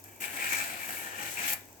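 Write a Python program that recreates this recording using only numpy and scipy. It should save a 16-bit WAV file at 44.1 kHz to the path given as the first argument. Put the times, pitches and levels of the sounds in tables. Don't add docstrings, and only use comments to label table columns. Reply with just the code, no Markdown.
import sys
import numpy as np
from scipy import signal
from scipy.fft import rfft, irfft
from scipy.io import wavfile

SR = 44100
rng = np.random.default_rng(int(sys.argv[2]) if len(sys.argv) > 2 else 0)


def invert_db(x):
    u = np.asarray(x, float) / 20
    return 10 ** u


def put_to_file(sound):
    columns = np.atleast_2d(sound).T
    safe = np.clip(columns, -1, 1)
    whole_steps = np.round(safe * 32767)
    wavfile.write(sys.argv[1], SR, whole_steps.astype(np.int16))


N = 79380
HZ = np.arange(N // 2 + 1) * SR / N
LAG_S = 0.0004214
JOLT_S = 0.0082

# (time [s], level [dB])
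PRESSURE = [(0.195, -74), (0.205, -48), (0.243, -61), (0.259, -47), (0.345, -50.5), (0.429, -38),
            (0.501, -38.5), (0.509, -39.5), (0.623, -36.5), (0.635, -47), (0.763, -49.5), (0.885, -48),
            (1.109, -59), (1.273, -45.5), (1.331, -76), (1.379, -41.5), (1.535, -50.5), (1.56, -81)]
# (time [s], level [dB], brightness [dB], bare metal contact [dB])
SPEED = [(0.19, -102, -6, -2), (0.204, -42, 5, 4), (0.242, -36, 0.5, 0.5), (0.284, -43.5, 2, -1),
         (0.42, -37.5, -1, -3.5), (0.535, -36, 0.5, 2), (0.62, -35.5, 0.5, -2), (0.75, -43, -0.5, -5.5),
         (0.982, -39.5, 3, 0.5), (1.144, -48, -1.5, 0.5), (1.2, -41, 0.5, 2.5), (1.38, -41.5, -0.5, 1.5),
         (1.44, -36, 0, 2.5), (1.472, -33.5, 2.5, -1), (1.485, -29.5, 1, 0), (1.528, -30, 4.5, -1),
         (1.54, -31.5, 8, -1), (1.56, -52, -2, 3)]
# (frequency [Hz], width [Hz], level [dB], pan [dB])
BOWL = [(2139, 145, -2, -1.5), (2163, 140, -7.5, 9), (2274, 63, -5, 0.5), (2343, 87, 1, 4),
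        (2410, 140, -1.5, 1.5), (2580, 215, 0, 2), (2700, 250, -12, 15)]
# (frequency [Hz], width [Hz], level [dB], pan [dB])
FRAME = [(146, 33, -14, -3), (305, 100, -9, 2.5), (534, 133, -6.5, 2), (701.4, 47, -6, 1),
         (779.5, 37, -8.5, 0.5), (833.8, 22, -5.5, 0), (970, 180, -6.5, 4), (1463, 195, -2, 1),
         (1644, 110, 0.5, -0.5), (1812, 73, -2.5, 1), (1946, 123, -6, -7.5), (2318, 310, -1, 4),
         (2887, 250, -1.5, 0.5), (3270, 650, -4.5, -6)]
# (time [s], peak [dB])
CATCHES = [(0.2196, -30.5), (0.2288, -36), (0.2403, -26), (0.2496, -29.5), (0.3649, -34), (0.373, -30),
           (0.4, -30), (0.4078, -30), (0.4168, -28.5), (0.4229, -22), (0.4327, -30), (0.4418, -22.5),
           (0.4475, -27), (0.455, -28), (0.4644, -27), (0.4683, -29.5), (0.4748, -22.5), (0.505, -30),
           (0.5115, -28), (0.523, -21), (0.5305, -24.5), (0.5355, -22), (0.5414, -28.5), (0.5469, -24),
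           (0.5529, -38), (0.5666, -26), (0.5801, -31), (0.5862, -32), (0.6019, -28), (0.6127, -25.5),
           (0.6231, -39), (0.6599, -40), (0.7022, -48), (0.72, -37), (0.7451, -44), (0.844, -33),
           (0.97, -33), (0.9802, -36), (0.9978, -37), (1.181, -36), (1.1853, -35), (1.2039, -34),
           (1.256, -35), (1.2699, -39), (1.2789, -45), (1.288, -39), (1.3702, -28), (1.3739, -31),
           (1.3811, -32), (1.3949, -27), (1.4028, -34), (1.4494, -30), (1.4567, -39), (1.4628, -34),
           (1.4918, -40), (1.5022, -28), (1.5295, -37), (1.5356, -44)]
# (time [s], peak [dB])
JOLTS = [(.24, -25), (.342, -27), (.367, -19), (.424, -19.5), (.443, -14), (.53, -10.5), (.602, -20),
         (.64, -15), (.70, -29), (.888, -12), (.905, -15.5), (1.19, -16), (1.21, -20.5), (1.40, -15.5),
         (1.45, -22), (1.50, -22), (1.515, -25)]
# (frequency [Hz], density [dB per Hz])
SNAP = [(1000, -40), (3000, -28), (5500, -18), (8000, -6), (9700, -12), (11800, 0), (14500, -2),
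        (18500, -12)]


def rms_one(x):
    return x / np.sqrt(np.mean(x ** 2) + 1e-20)


def in_time(rows):
    s, *columns = np.transpose(rows)
    return [np.interp(np.arange(N) / SR, s, c) for c in columns]


def at_hz(points, axis=1):
    table = np.transpose(points)
    return np.interp(np.log(HZ + 1), np.log(table[0] + 1), table[axis])


def touching():
    t = np.arange(N) / SR
    start = np.clip((t - PRESSURE[0][0]) / .012, 0, 1)
    end = np.clip((PRESSURE[-1][0] - t) / .015, 0, 1)
    return start * end


def drift(rate_hz):
    r = np.exp(-2 * np.pi * rate_hz / SR * 10)
    noise = rng.standard_normal(N // 10 + 3002)
    slow = signal.lfilter([1], [1, -2 * r, r * r], noise)[3000:]
    return np.interp(np.arange(N) / 10, np.arange(len(slow)), rms_one(slow))


def decay_s(width_hz):
    return np.log(1000) / np.pi / width_hz


def ring(x, hz, t60):
    r = invert_db(-60 / (t60 * SR))
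    w = 2 * np.pi * hz / SR
    return signal.lfilter([0, np.sin(w)], [1, -2 * r * np.cos(w), r * r], x + 1e-18)


def grit(rate, uneven_db, lump_db):
    sizes = invert_db(uneven_db * np.minimum(rng.exponential(1, N), 5)) * rng.choice([-1, 1], N)
    impacts = rms_one(sizes * (rng.random(N) < rate / SR))
    friction = .5 * rng.standard_normal(N)
    return rms_one((impacts + friction) * invert_db(lump_db * (drift(90) + .5 * drift(20))))


def strikes(rows, spread_s):
    out = np.zeros(N + SR)
    size = int(8 * spread_s * SR)
    fade = np.exp(-np.arange(size) / (spread_s * SR))
    bursts = rng.standard_normal((len(rows), 3000))[:, :size] * fade
    for row, burst in zip(rows, bursts):
        i = int(row[0] * SR)
        out[i:i + size] += invert_db(row[1]) * burst / np.sqrt(np.sum(burst ** 2))
    return out[:N]


def placed(x, pan_db, lag_s):
    late = np.interp(np.arange(N) - lag_s * SR, np.arange(N), x)
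    return np.array([x * invert_db(pan_db / 2), late * invert_db(-pan_db / 2)])


def body(drive, modes):
    out = 0
    for k, (hz, width_hz, db, pan_db) in enumerate(modes):
        flutter = invert_db(1.2 * drift(12) + 1.3 * drift(3))
        tone = ring(drive * flutter, hz, decay_s(width_hz)) * np.sqrt(width_hz)
        lag_s = LAG_S * min(hz / 1300, 1) * rng.uniform(.7, 1.2)
        out = out + (-1) ** k * invert_db(db) * placed(tone, pan_db + 1.5 * drift(3), lag_s)
    return out


def air():
    # (frequency [Hz], density [dB per Hz])
    low_air = [(25, -6), (60, 1), (150, -9.5), (280, 3), (520, -6), (900, -5.5), (1200, -18), (1500, -32)]
    high_air = [(1000, -49), (1450, -19.5), (2000, -20.5), (2500, -18.5), (3900, -23), (6000, -16),
                (12000, -15), (18500, -8.5)]
    colour = invert_db(at_hz(low_air)) + invert_db(at_hz(high_air))
    mid, side = rfft(rng.standard_normal((2, N))) * colour
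    alike = 0.94 / (1 + (HZ / 610) ** 2)
    both = np.sqrt(1 + alike) * mid + np.sqrt(1 - alike) * side * [[1], [-1]]
    noise = rms_one(irfft(both, N))
    hum_hz, hum_db, waver_db = 99.8, -63.5, 2.8
    phase = 2 * np.pi * hum_hz * np.arange(N) / SR + .5 * drift(4)
    hum = invert_db(hum_db + waver_db * drift(6)) * np.sqrt(2) * np.sin(phase)
    return invert_db(-53.5) * noise + hum * invert_db(np.array([[-1.5], [1.5]]))


def mash():
    # (time [s], level [dB])
    settling = [
        (0, -53),
        (.035, -83),
        (.045, -49.5),
        (.19, -59),
        (1.55, -48),
        (1.6, -63),
        (1.7, -61.5),
        (1.8, -66),
    ]
    level_db, = in_time(settling)
    crackle = np.array([grit(rate=2500, uneven_db=2.5, lump_db=2) for _ in range(2)])
    bright = rms_one(irfft(rfft(crackle) * invert_db(at_hz(SNAP)), N))
    in_frame = invert_db(-10) * rms_one(body(crackle[1], FRAME))
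    in_bowl = invert_db(-11) * rms_one(body(crackle[0], BOWL))
    return invert_db(level_db) * (bright + in_frame + in_bowl)


def ticks():
    # (time [s], peak [dB])
    snap_times = [(.021, -42), (.0404, -30), (.0448, -37), (.057, -44), (.074, -42.5), (.082, -47),
                  (.117, -44), (.0886, -45), (.1471, -44), (.1612, -36), (.3415, -37), (.3985, -39),
                  (.445, -29), (.528, -27), (.536, -25), (.597, -28), (.70, -34), (1.185, -32),
                  (1.4341, -24), (1.481, -22), (1.496, -19), (1.5045, -27), (1.611, -40), (1.655, -38),
                  (1.6866, -43.5), (1.7155, -49), (1.729, -37)]
    # (time [s], peak [dB])
    slip_times = [
        (1.5325, -13),
        (1.5338, -16),
        (1.535, -16),
        (1.5365, -20),
        (1.539, -27),
    ]
    # (frequency [Hz], level [dB], 60 dB decay [s])
    edge_modes = [(8200, -5, .008), (11390, 0, .011), (11850, -3, .008), (12660, -3, .008),
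                  (14000, -3, .007)]
    burst = strikes(snap_times, spread_s=.0007)
    slip = strikes(slip_times, spread_s=.0007)
    snap = irfft(rfft(burst + .55 * slip) * invert_db(at_hz(SNAP) + 18.5), N)
    edge = sum(invert_db(db) * ring(slip, hz, t60) for hz, db, t60 in edge_modes)
    return placed(snap + invert_db(-12) * edge, 0, LAG_S)


def hiss():
    # (frequency [Hz], density [dB per Hz])
    hiss_colour = [(2000, 2), (3000, -6.5), (4800, -10.5), (6500, -9.5), (8000, -3), (10000, -1),
                   (13000, -2.5), (18500, -5.5)]
    # (frequency [Hz], width [Hz], level [dB])
    whistle_modes = [(4574, 60, -19.5), (5750, 26, -33), (6216, 45, -10.5), (6840, 98, -18),
                     (7684, 80, -21), (8130, 270, -15.5), (11390, 89, -27)]
    zone_edges = [0, 3600, 4400, 5300, 6300, 7300, 8600, 9600, 11500, 14000, 30000]
    level_db, bright_db, bare_db = in_time(SPEED)
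    common, own = [grit(rate=9000, uneven_db=2.6, lump_db=1.2) + invert_db(38) * strikes(JOLTS, JOLT_S)
                   for _ in range(2)]
    whistles = 0
    for hz, width_hz, db in whistle_modes:
        tone = rms_one(ring(common, hz, decay_s(width_hz)))
        whistles = whistles + invert_db(db + bare_db + 2 * drift(19)) * tone
    common = common + whistles

    alike = 0.0057
    right = rfft(np.sqrt(alike) * common + np.sqrt(1 - alike) * own)
    right = np.exp(-2j * np.pi * HZ * LAG_S) * right
    low_cut = np.sqrt(1 + (2600 / (HZ + 1)) ** 8)
    both = np.array([rfft(common), right]) * invert_db(at_hz(hiss_colour)) / low_cut

    out = 0
    for low_hz, high_hz in zip(zone_edges, zone_edges[1:]):
        below_top = 1 / (1 + (HZ / high_hz) ** 16)
        below_bottom = (low_hz > 0) / (1 + (HZ / (low_hz + 1)) ** 16)
        tilt_db = np.sign(low_hz - 9000) * bright_db + .7 * bare_db * (5000 < low_hz < 7000)
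        patch_db = 1.6 * (drift(5) + .6 * drift(25))
        out = out + irfft(both * (below_top - below_bottom), N) * invert_db(tilt_db + patch_db)
    return invert_db(level_db + 2.0) * touching() * out / np.sqrt(np.mean(irfft(both, N) ** 2))


def bowl():
    press_db, = in_time(PRESSURE)
    speed_db = in_time(SPEED)[0]
    catches = strikes(CATCHES, spread_s=.0007)
    scrape = invert_db(press_db - 39.5) * touching() * grit(rate=1700, uneven_db=0.0, lump_db=0.5)
    main = body(scrape + invert_db(-30) * catches, BOWL)

    frame_db = -43.5 + 0.14 * (press_db + 43.5) + 0.21 * (speed_db + 44.5)
    rub = invert_db(frame_db - 44.5) * touching() * grit(rate=3000, uneven_db=2.5, lump_db=1.16)
    frame = body(rub + invert_db(-40.5) * catches + invert_db(-43) * strikes(JOLTS, JOLT_S), FRAME)
    dip_hz, dip_width_hz, dip_depth = 1125, 123, 0.46
    dip = 1 - dip_depth / (1 + ((HZ - dip_hz) / dip_width_hz) ** 2)
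    return main + knocks() + irfft(rfft(frame) * dip, N)


def knocks():
    knock_hz, spread_hz, rise_s, peak_s = 2345, 55, .0016, .0012
    out = np.zeros(N + SR)
    t = np.arange(-100, 500) / SR
    swell = np.exp(-((t - peak_s) / np.where(t < peak_s, rise_s, 1.4 * rise_s)) ** 2)
    for (s, db), off in zip(CATCHES, rng.standard_normal(len(CATCHES))):
        i = int((s + t[0]) * SR)
        out[i:i + len(t)] += invert_db(db) * swell * np.sin(2 * np.pi * (knock_hz + spread_hz * off) * t)
    return placed(invert_db(-7) * out[:N], 2.7, LAG_S)


def kitchen(x):
    low_t60_s, treble_t60_s, treble_db, wall_cut_hz = 0.33, 0.26, -9, 1620
    t = np.arange(SR // 2) / SR
    first_walls = np.clip((t - .008) / .01, 0, 1)
    slow, fast = rng.standard_normal((2, 2, len(t))) * first_walls
    dull = signal.lfilter(*signal.butter(1, wall_cut_hz, fs=SR), slow)
    tail = dull * invert_db(-60 * t / low_t60_s) + fast * invert_db(treble_db - 60 * t / treble_t60_s)
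    return signal.fftconvolve(x, tail / np.sqrt(np.sum(tail ** 2) / 2), axes=1)[:, :N]


def scene():
    mill = mash() + ticks() + hiss() + bowl()
    return mill + invert_db(-12) * kitchen(mill) + air()


def band_limit(x):
    return signal.sosfilt(signal.butter(12, 19130, fs=SR, output="sos"), x)


def record(dry):
    # (frequency [Hz], colour [dB], left minus right [dB])
    ports = [(387, 2.5, 0.5), (1710, 4.5, 4.5), (3640, -0.5, 7), (6520, 3.5, -5), (8500, 2, 6.5),
             (9100, -14.5, 25), (10400, -6.5, 7), (11340, -5, 26)]
    # (from frequency [Hz], left minus right [dB])
    top_bands = [(10300, 10), (11400, 7), (12500, 5.5), (13800, 1), (17000, -3)]
    sides = np.array([[.5], [-.5]])
    spectrum = rfft(dry) * invert_db(at_hz(ports)) * HZ ** 2 / (HZ ** 2 + 45 ** 2)
    x = irfft(spectrum * invert_db(sides * at_hz(ports, axis=2)) * (HZ < top_bands[0][0]), N)

    shared = spectrum[0] + invert_db(-25) * spectrum[1] * np.sign(sides)
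    steps = rng.standard_normal((len(top_bands), N // 2048 + 1))
    steps = np.repeat(steps, 2048, axis=1)[:, :N]
    ends_hz = [row[0] for row in top_bands[1:]] + [SR]
    for (low_hz, pan_db), high_hz, step in zip(top_bands, ends_hz, steps):
        gains = invert_db(sides * (pan_db + 1.1 * step))
        band = irfft(shared * (HZ >= low_hz) * (HZ < high_hz), N)
        x = x + band * gains / gains.mean(axis=0)
    top_cut = signal.cheby2(14, 70, 18800, fs=SR, output="sos")
    return band_limit(signal.sosfilt(top_cut, x))


dry = scene()
out = record(dry)
put_to_file(out)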